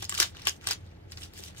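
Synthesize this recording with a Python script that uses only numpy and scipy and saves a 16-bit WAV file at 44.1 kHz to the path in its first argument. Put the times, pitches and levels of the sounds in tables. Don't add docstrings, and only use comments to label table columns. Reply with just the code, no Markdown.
import sys
import numpy as np
from scipy import signal
from scipy.fft import rfft, irfft, next_fast_len
from scipy.io import wavfile
from scipy.ndimage import uniform_filter1d, map_coordinates

SR = 44100
rng = np.random.default_rng(int(sys.argv[2]) if len(sys.argv) > 2 else 0)


def master(y):
    cut = np.clip(np.atleast_2d(y).T, -1, 1)
    pcm = np.round(cut * 32767)
    wavfile.write(sys.argv[1], SR, pcm.astype(np.int16))


def field_ratio(decibels):
    return 10 ** (np.asarray(decibels, dtype=float) / 20)


N = 70560

# [Hz, dB per Hz]
TRAFFIC_SPECTRUM = [(15, -39.5), (25, -14.5), (92, -5), (134, -11.5), (173, -17.5), (237, -20), (315, -16),
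                    (591, -23.5), (900, -27.5), (1170, -73), (1980, -120)]
# [Hz, Hz, dB]
ENGINE_BANDS = [(83.4, 10.5, 0.5), (105.1, 9.5, -0.5), (176, 33, -10.5), (335.7, 49, -17.5)]
# [Hz, dB per Hz]
AIR_SPECTRUM = [(500, -24.5), (800, -12), (1800, -9.5), (4000, -21.5), (8000, -36), (12000, -33),
                (16000, -37)]
RUMBLE_DB, DRONE_DB, AIR_DB = -51.5, -52.5, -64
HUM_HZ, HUM_DB = 84, -56

# [Hz, s]
YARD_DECAY = [(300, 0.11), (3000, 0.14), (12000, 0.092)]
YARD_DB = -12.5

# [s, dB, dB added per higher mode]
KNOCKS = [
    (0.0243, -40.5, -0.5),
    (0.1234, -42, 4),
    (.2005, -28.5, -14),
    (0.2248, -50, 10),
    (.4708, -35, 5),
    (0.6702, -45, 6),
    (0.7094, -48.5, 7),
    (1.395, -39.5, -12.5),
]
# [Hz, dB, s]
TUBE_MODES = [(352.3, 1.5, 0.077), (814, 2, 0.03), (1164, 1.5, 0.022), (1600, -4.5, 0.034)]

# [Hz, dB per Hz]
CRUNCH_SPECTRUM = [(120, -36.5), (340, -17), (570, -15.5), (1150, -10), (2200, -8), (3000, -3), (5500, -3),
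                   (8500, -7.5), (10500, -14.5), (15500, -19.5)]
# [s, dB, dB]
TWISTS = [
    [(0, -46, 8.5), (.018, -48.5, 1), (.03, -36.5, 2.5), (.055, -51, -6), (.085, -60.5, 5),
     (.097, -46.5, 10), (.135, -46, 9), (.15, -37, 10.5), (.168, -40, 0)],
    [(.181, -30, 7), (.197, -33.5, 6), (.212, -32.5, 10), (.228, -25.5, 6.5), (.25, -39.5, 2.5),
     (.31, -61.5, 10.5), (.338, -59, -10), (.36, -50.5, -11), (.44, -49.5, -3.5)],
    [(.466, -39.5, -3), (.473, -28.5, 5.5), (.493, -38, -5), (.514, -55.5, 17.5), (.58, -68.5, 12),
     (.605, -66, -13), (.62, -52, 0), (.66, -48.5, -5)],
    [(.676, -36, 3), (.701, -36.5, -5), (.715, -29, 8.5), (.737, -44, -1), (.785, -72, 13),
     (.87, -63.5, -5.5), (.92, -68, -7.5), (1.08, -73, -2.5)],
]
# [s, dB, dB]
SHIFTS = [
    [(1.117, -56.5, 7.5), (1.125, -44.5, -7), (1.166, -71.5, 17), (1.176, -45, -2.5), (1.208, -58.5, 18),
     (1.22, -46.5, 6), (1.25, -48, 4.5), (1.296, -69, 8), (1.322, -66, 4)],
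    [(1.335, -58.5, 6.5), (1.39, -47.5, 11.5), (1.412, -56, 6), (1.438, -51, 14), (1.492, -51, 6),
     (1.54, -66.5, 2), (1.558, -65, 7), (1.58, -49.5, 10), (1.6, -60, 20)],
]
GRAINS_PER_S, GRAIN_SPREAD_DB, GRAIN_HZ, GRAIN_CYCLES = 2800, 4, 3850, 1.56
BED_DB, PATCHY_DB, CLUMP_DB = -7, 2.5, 1.46
BRIGHT_HZ, BODY_HZ, BODY_LOSS = 7600, 1820, 0.4

# [s, dB peak, Hz ring, s, dB over ring]
TICKS = [(0.349, -40.5, 1540, 0.0017, -18), (0.369, -34, 2980, 0.0014, -12), (0.396, -41, 1680, 0.00082, 1),
         (.411, -56, 7000, .001, -3), (0.4193, -35, 5330, 0.002, -14), (0.433, -45, 3000, .0012, -8),
         (0.563, -46.5, 8950, .0014, 3), (0.612, -42, 2600, 0.0016, -6), (0.642, -36, 1300, .0012, -7),
         (.865, -52.5, 6500, 0.0011, 0.5), (1.113, -43, 7200, 0.0013, -15),
         (1.1206, -29.5, 4940, 0.0016, -7), (1.172, -35.5, 4580, 0.0036, -18),
         (1.2187, -38, 3400, 0.0036, -7), (1.23, -37.5, 2960, .003, -12), (1.234, -33, 5270, 0.0024, -21),
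         (1.336, -39.5, 13300, 0.0014, 2), (1.3752, -46, 1730, 0.0063, -14), (1.377, -42, 12600, .001, -5),
         (1.395, -42, 3600, 0.0034, -7), (1.4045, -37, 13700, 0.00078, 1), (1.426, -43, 8600, 0.0013, -2),
         (1.437, -31, 5170, 0.0018, -1), (1.548, -43.5, 1600, .0015, -10), (1.564, -46, 4000, 0.0016, 3),
         (1.5724, -39, 3000, 0.0021, -11), (1.582, -38, 8900, .0013, -16)]
# [s, dB peak,
# Hz ring, s, dB over ring]
SNAPS = [(0.0224, -29, 5550, .002, -7), (.0243, -32, 807, 0.0042, -0.5),
         (.0262, -28.5, 3370, 0.0016, -10.5), (0.0433, -28, 6600, 0.0023, -9),
         (0.0497, -32, 4000, 0.0013, -4.5), (0.052, -29.5, 5070, 0.0028, -19),
         (0.0944, -18, 7400, 0.0019, -9), (0.1005, -25, 7200, 0.0012, -12),
         (0.104, -33, 3200, 0.0014, -18.5), (.1236, -26, 1115, 0.0018, -12.5),
         (0.1241, -27, 3000, 0.0024, -9), (0.1421, -26, 1450, 0.0023, -1.5),
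         (.1495, -27, 3150, .0015, -3), (0.155, -29.5, 5000, 0.0027, -12),
         (.177, -25, 2900, .004, -3), (.182, -23, 6500, 0.0012, -10), (0.1873, -25, 1200, .004, -6),
         (.2004, -8, 5450, 0.001, -1), (.2023, -10.5, 3000, 0.0006, 13),
         (0.2017, -7, 5300, 0.001, -11.5), (0.2035, -14, 5660, 0.0014, -8),
         (.2105, -17, 5500, 0.0012, -2.5), (0.217, -24, 1700, 0.0036, -11),
         (0.2214, -18, 1500, 0.0029, -7.5), (.2244, -21.5, 2000, 0.0019, -8.5),
         (0.2247, -21.5, 4200, 0.00079, -14.5), (0.2285, -14.5, 5000, .002, -0.5),
         (0.233, -23.5, 1200, 0.0017, -7),
         (0.452, -32, 5400, 0.0052, -3), (0.4707, -9.5, 2880, 0.0013, -12),
               (.4712, -27, 878, 0.0044, -5), (0.472, -20, 7160, 0.0018, -7),
               (0.4766, -20.5, 5000, 0.0022, -18), (0.478, -37, 3040, 0.0013, 4),
               (0.482, -17, 5140, 0.0025, -29), (0.488, -18.5, 3500, 0.0013, 0),
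               (0.4942, -19.5, 6610, 0.0024, -7), (0.516, -44, 5000, 0.0023, -9),
               (0.6673, -31, 2900, 0.0012, -1.5), (.671, -19, 4250, 0.0018, -4),
               (.6714, -20.5, 5590, 0.0016, -14.5), (0.6726, -18, 8480, 0.0014, -5.5),
               (0.6748, -32, 3260, 0.003, -6), (0.686, -45, 1480, 0.0014, -4),
               (0.6879, -19.5, 3000, 0.0014, -3), (0.7067, -32, 4500, 0.0026, -9.5),
               (.7093, -18, 863, .002, 3), (.7095, -22, 1540, 0.0022, -4), (0.7117, -18, 5200, .0016, -29),
               (.7175, -27, 4800, 0.0036, -16), (0.725, -27.5, 3320, 0.0015, -9),
               (0.7326, -24, 6800, 0.0012, -12)]
SNAP_DB, SNAP_Q = -4.5, 11
LEAD_IN_DB, LEAD_IN_S = -15, 0.0011
AFTER_DB, AFTER_S = -11, 0.031
RING_ROUGH = 0.49
RING_SPREAD = 0.51
RISE = 0.12
RATTLE_CRACK_DB = 1

# [Hz, 0 to 1]
LIKENESS = [(60, 0.93), (160, 1), (300, 0.83), (1500, 0.21), (5000, 0.52), (12000, 0.22)]
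# [Hz, radians]
LEFT_LEAD = [(160, 0.2), (300, 1.52), (700, 1.76), (3000, 2.58), (8000, 2.04), (15000, 1.5)]
LEFT_DB = 0.48
NEAR_CUT_HZ = 245
TOP_HZ = 16150


def unit(x):
    return x / np.sqrt(np.mean(x ** 2) + 1e-20)


def along(points, hz):
    f, v = np.transpose(points)
    return np.interp(np.log(hz + 1), np.log(f + 1), v)


def wobble(rate):
    knots = rng.standard_normal(int(N * rate / SR) + 4)
    return map_coordinates(knots, [np.arange(N) * rate / SR])


def filtered(x, response):
    m = next_fast_len(N + SR // 2)
    return irfft(rfft(x, m) * response(np.fft.rfftfreq(m, 1 / SR)), m)[..., :N]


def peak(f, hz, width):
    return 1j * f * width / (hz * hz - f * f + 1j * f * width)


def patchy(x, db):
    z = signal.stft(x, nperseg=256)[2]
    field = uniform_filter1d(rng.standard_normal(z.shape[1:]), size=7, axis=0)
    field = uniform_filter1d(field, size=5, axis=1)
    return signal.istft(z * field_ratio(db * unit(field)), nperseg=256)[1][:, :N]


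def pair(a, b):
    def shares(hz):
        angle = np.arccos(np.clip(along(LIKENESS, hz), -1, 1)) / 2
        return np.array([np.cos(angle), np.sin(angle)])

    mid, side = filtered(np.array([a, b]), shares)
    return np.array([mid + side, mid - side])


def shaped_noise(response):
    white = rfft(rng.standard_normal((2, N)))
    return unit(irfft(white * response(np.fft.rfftfreq(N, 1 / SR)), N))


def outdoors():
    rumble = shaped_noise(lambda hz: field_ratio(along(TRAFFIC_SPECTRUM, hz)))
    drone = shaped_noise(lambda f: sum(field_ratio(db) * peak(f, hz, w) ** 2 for hz, w, db in ENGINE_BANDS))
    air = shaped_noise(lambda hz: field_ratio(along(AIR_SPECTRUM, hz))) * field_ratio(wobble(12.7) / 2)
    hum = np.sin(2 * np.pi * np.cumsum(HUM_HZ + 5 * wobble(5.97)) / SR)
    hum = hum * field_ratio(HUM_DB + 1.6 * wobble(10)) * np.array([[1], [0]])
    return hum + field_ratio(RUMBLE_DB) * rumble + field_ratio(DRONE_DB) * drone + field_ratio(AIR_DB) * air


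def yard(x):
    hz, t, z = signal.stft(rng.standard_normal((2, SR // 3)), SR, nperseg=128)
    decay = field_ratio(-60 * t / along(YARD_DECAY, hz)[:, None])
    tail = signal.istft(z * decay, SR, nperseg=128)[1]
    late = np.pad(x, (90, 0))[None]
    return signal.fftconvolve(late, tail / np.linalg.norm(tail[0]), axes=1)[:, :N]


def knocks():
    out, t = np.zeros((2, N + SR)), np.arange(4410) / SR
    for s, db, tilt_db in KNOCKS:
        start = round(s * SR)
        for k, (hz, mode_db, t60) in enumerate(TUBE_MODES):
            detune = 1 + 0.04 * rng.standard_normal((2, 1))
            ring = np.sin(2 * np.pi * hz * detune * t) * (1 - np.exp(-t / 0.00029))
            decay = field_ratio(db + mode_db + k * tilt_db - 60 * t / t60)
            out[:, start:start + len(t)] += decay * ring
    return out[:, :N]


def grains():
    pool = 3000
    many = int(pool * N / SR)
    u, g = rng.random((many, 3)), rng.standard_normal((many, 2))
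    size = field_ratio(-GRAIN_SPREAD_DB * np.log(u[:, 1] + 0.052)) * (u[:, 2] < GRAINS_PER_S / pool)
    hz = np.clip(GRAIN_HZ * np.exp(0.63 * g[:, :1]), 500, 15000)
    k = np.arange(160)
    places = ((u[:, :1] * N).astype(int) + k).ravel()
    decay = np.exp(-hz * k / SR / GRAIN_CYCLES * 2)
    out = []
    for phase in (0, np.pi / 2):
        ring = np.sin(2 * np.pi * hz * k / SR + phase * g[:, 1:] * 2)
        clicks = size[:, None] * ring * decay
        out.append(np.bincount(places, clicks.ravel(), N + 200)[:N])
    return unit(np.array(out))


def crunch():
    s, *columns = np.array([row for stroke in TWISTS + SHIFTS for row in stroke]).T
    level_db, bright_db = [np.interp(np.arange(N) / SR, s, c) for c in columns]
    white = filtered(grains(), lambda hz: 1 / np.sqrt(
        np.exp(-np.log((hz + 1) / GRAIN_HZ) ** 2 / 3.4) + 0.033))
    mix = unit(white) + field_ratio(BED_DB) * rng.standard_normal((2, N))
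    full = unit(filtered(patchy(mix, PATCHY_DB), lambda hz: field_ratio(along(CRUNCH_SPECTRUM, hz))))
    top = filtered(full, lambda hz: 1 / (1 + (BRIGHT_HZ / (hz + 1)) ** 4))
    body = filtered(full, lambda hz: 1 / (1 + (hz / BODY_HZ) ** 4))
    coloured = full + (field_ratio(bright_db) - 1) * top + (field_ratio(-BODY_LOSS * bright_db) - 1) * body
    return field_ratio(level_db + CLUMP_DB * wobble(120)) * coloured


def each_unit(x):
    return np.array([unit(row) for row in x])


def snaps():
    early = 441
    out, t = np.zeros((2, N + SR)), (np.arange(4096) - early) / SR
    f, after = np.fft.rfftfreq(len(t), 1 / SR), np.maximum(t, 0)
    broad = field_ratio(0.63 * along(CRUNCH_SPECTRUM, f))
    creak = field_ratio(LEAD_IN_DB) * np.exp(t / LEAD_IN_S)
    around = np.where(t < 0, creak, field_ratio(AFTER_DB - 60 * after / AFTER_S))
    for s, db, hz, length, crack_db in SNAPS + TICKS:
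        length = max(length, 3e-4)
        burst = (1 - np.exp(-after / (RISE * length))) * np.exp(-(after / length) ** 3)
        noise, ring = rfft(rng.standard_normal((2, len(t)))), peak(f, hz, hz / SNAP_Q)
        tone = np.sin(2 * np.pi * (hz * after + rng.random((2, 1))))
        tone = tone + RING_ROUGH * unit(irfft(noise * ring))
        ringing = np.array([[1], [RING_SPREAD]]) * each_unit(tone * burst)
        crack = field_ratio(crack_db) * each_unit(irfft(noise * broad) * burst)
        sharp = unit(ringing + crack) * np.sqrt(np.mean(burst ** 2))
        rattle_colour = ring + field_ratio(crack_db + RATTLE_CRACK_DB) * broad
        rattle = unit(irfft(noise * rattle_colour)) * around
        start = round(s * SR)
        out[:, start:start + len(t)] += field_ratio(db + SNAP_DB) * (sharp + rattle)
    return out[:, early:N + early]


def scene():
    near = crunch() + snaps() + knocks()
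    near = filtered(near, lambda hz: (1j * hz / (NEAR_CUT_HZ + 1j * hz)) ** 2)
    close = pair(*near) * field_ratio(np.array([[LEFT_DB], [-LEFT_DB]]))
    return close + field_ratio(YARD_DB) * yard(near[0] + near[1]) + pair(*outdoors())


def low_pass(x):
    return signal.sosfilt(signal.butter(12, 16630, fs=SR, output="sos"), x)


def record(dry):
    def phone(hz):
        lead = np.exp(0.5j * along(LEFT_LEAD, hz) * np.array([[1], [-1]]))
        return lead * np.clip((TOP_HZ - hz) / 500, 0, 1) ** 2

    return low_pass(filtered(dry, phone))


dry = scene()
out = record(dry)
master(out)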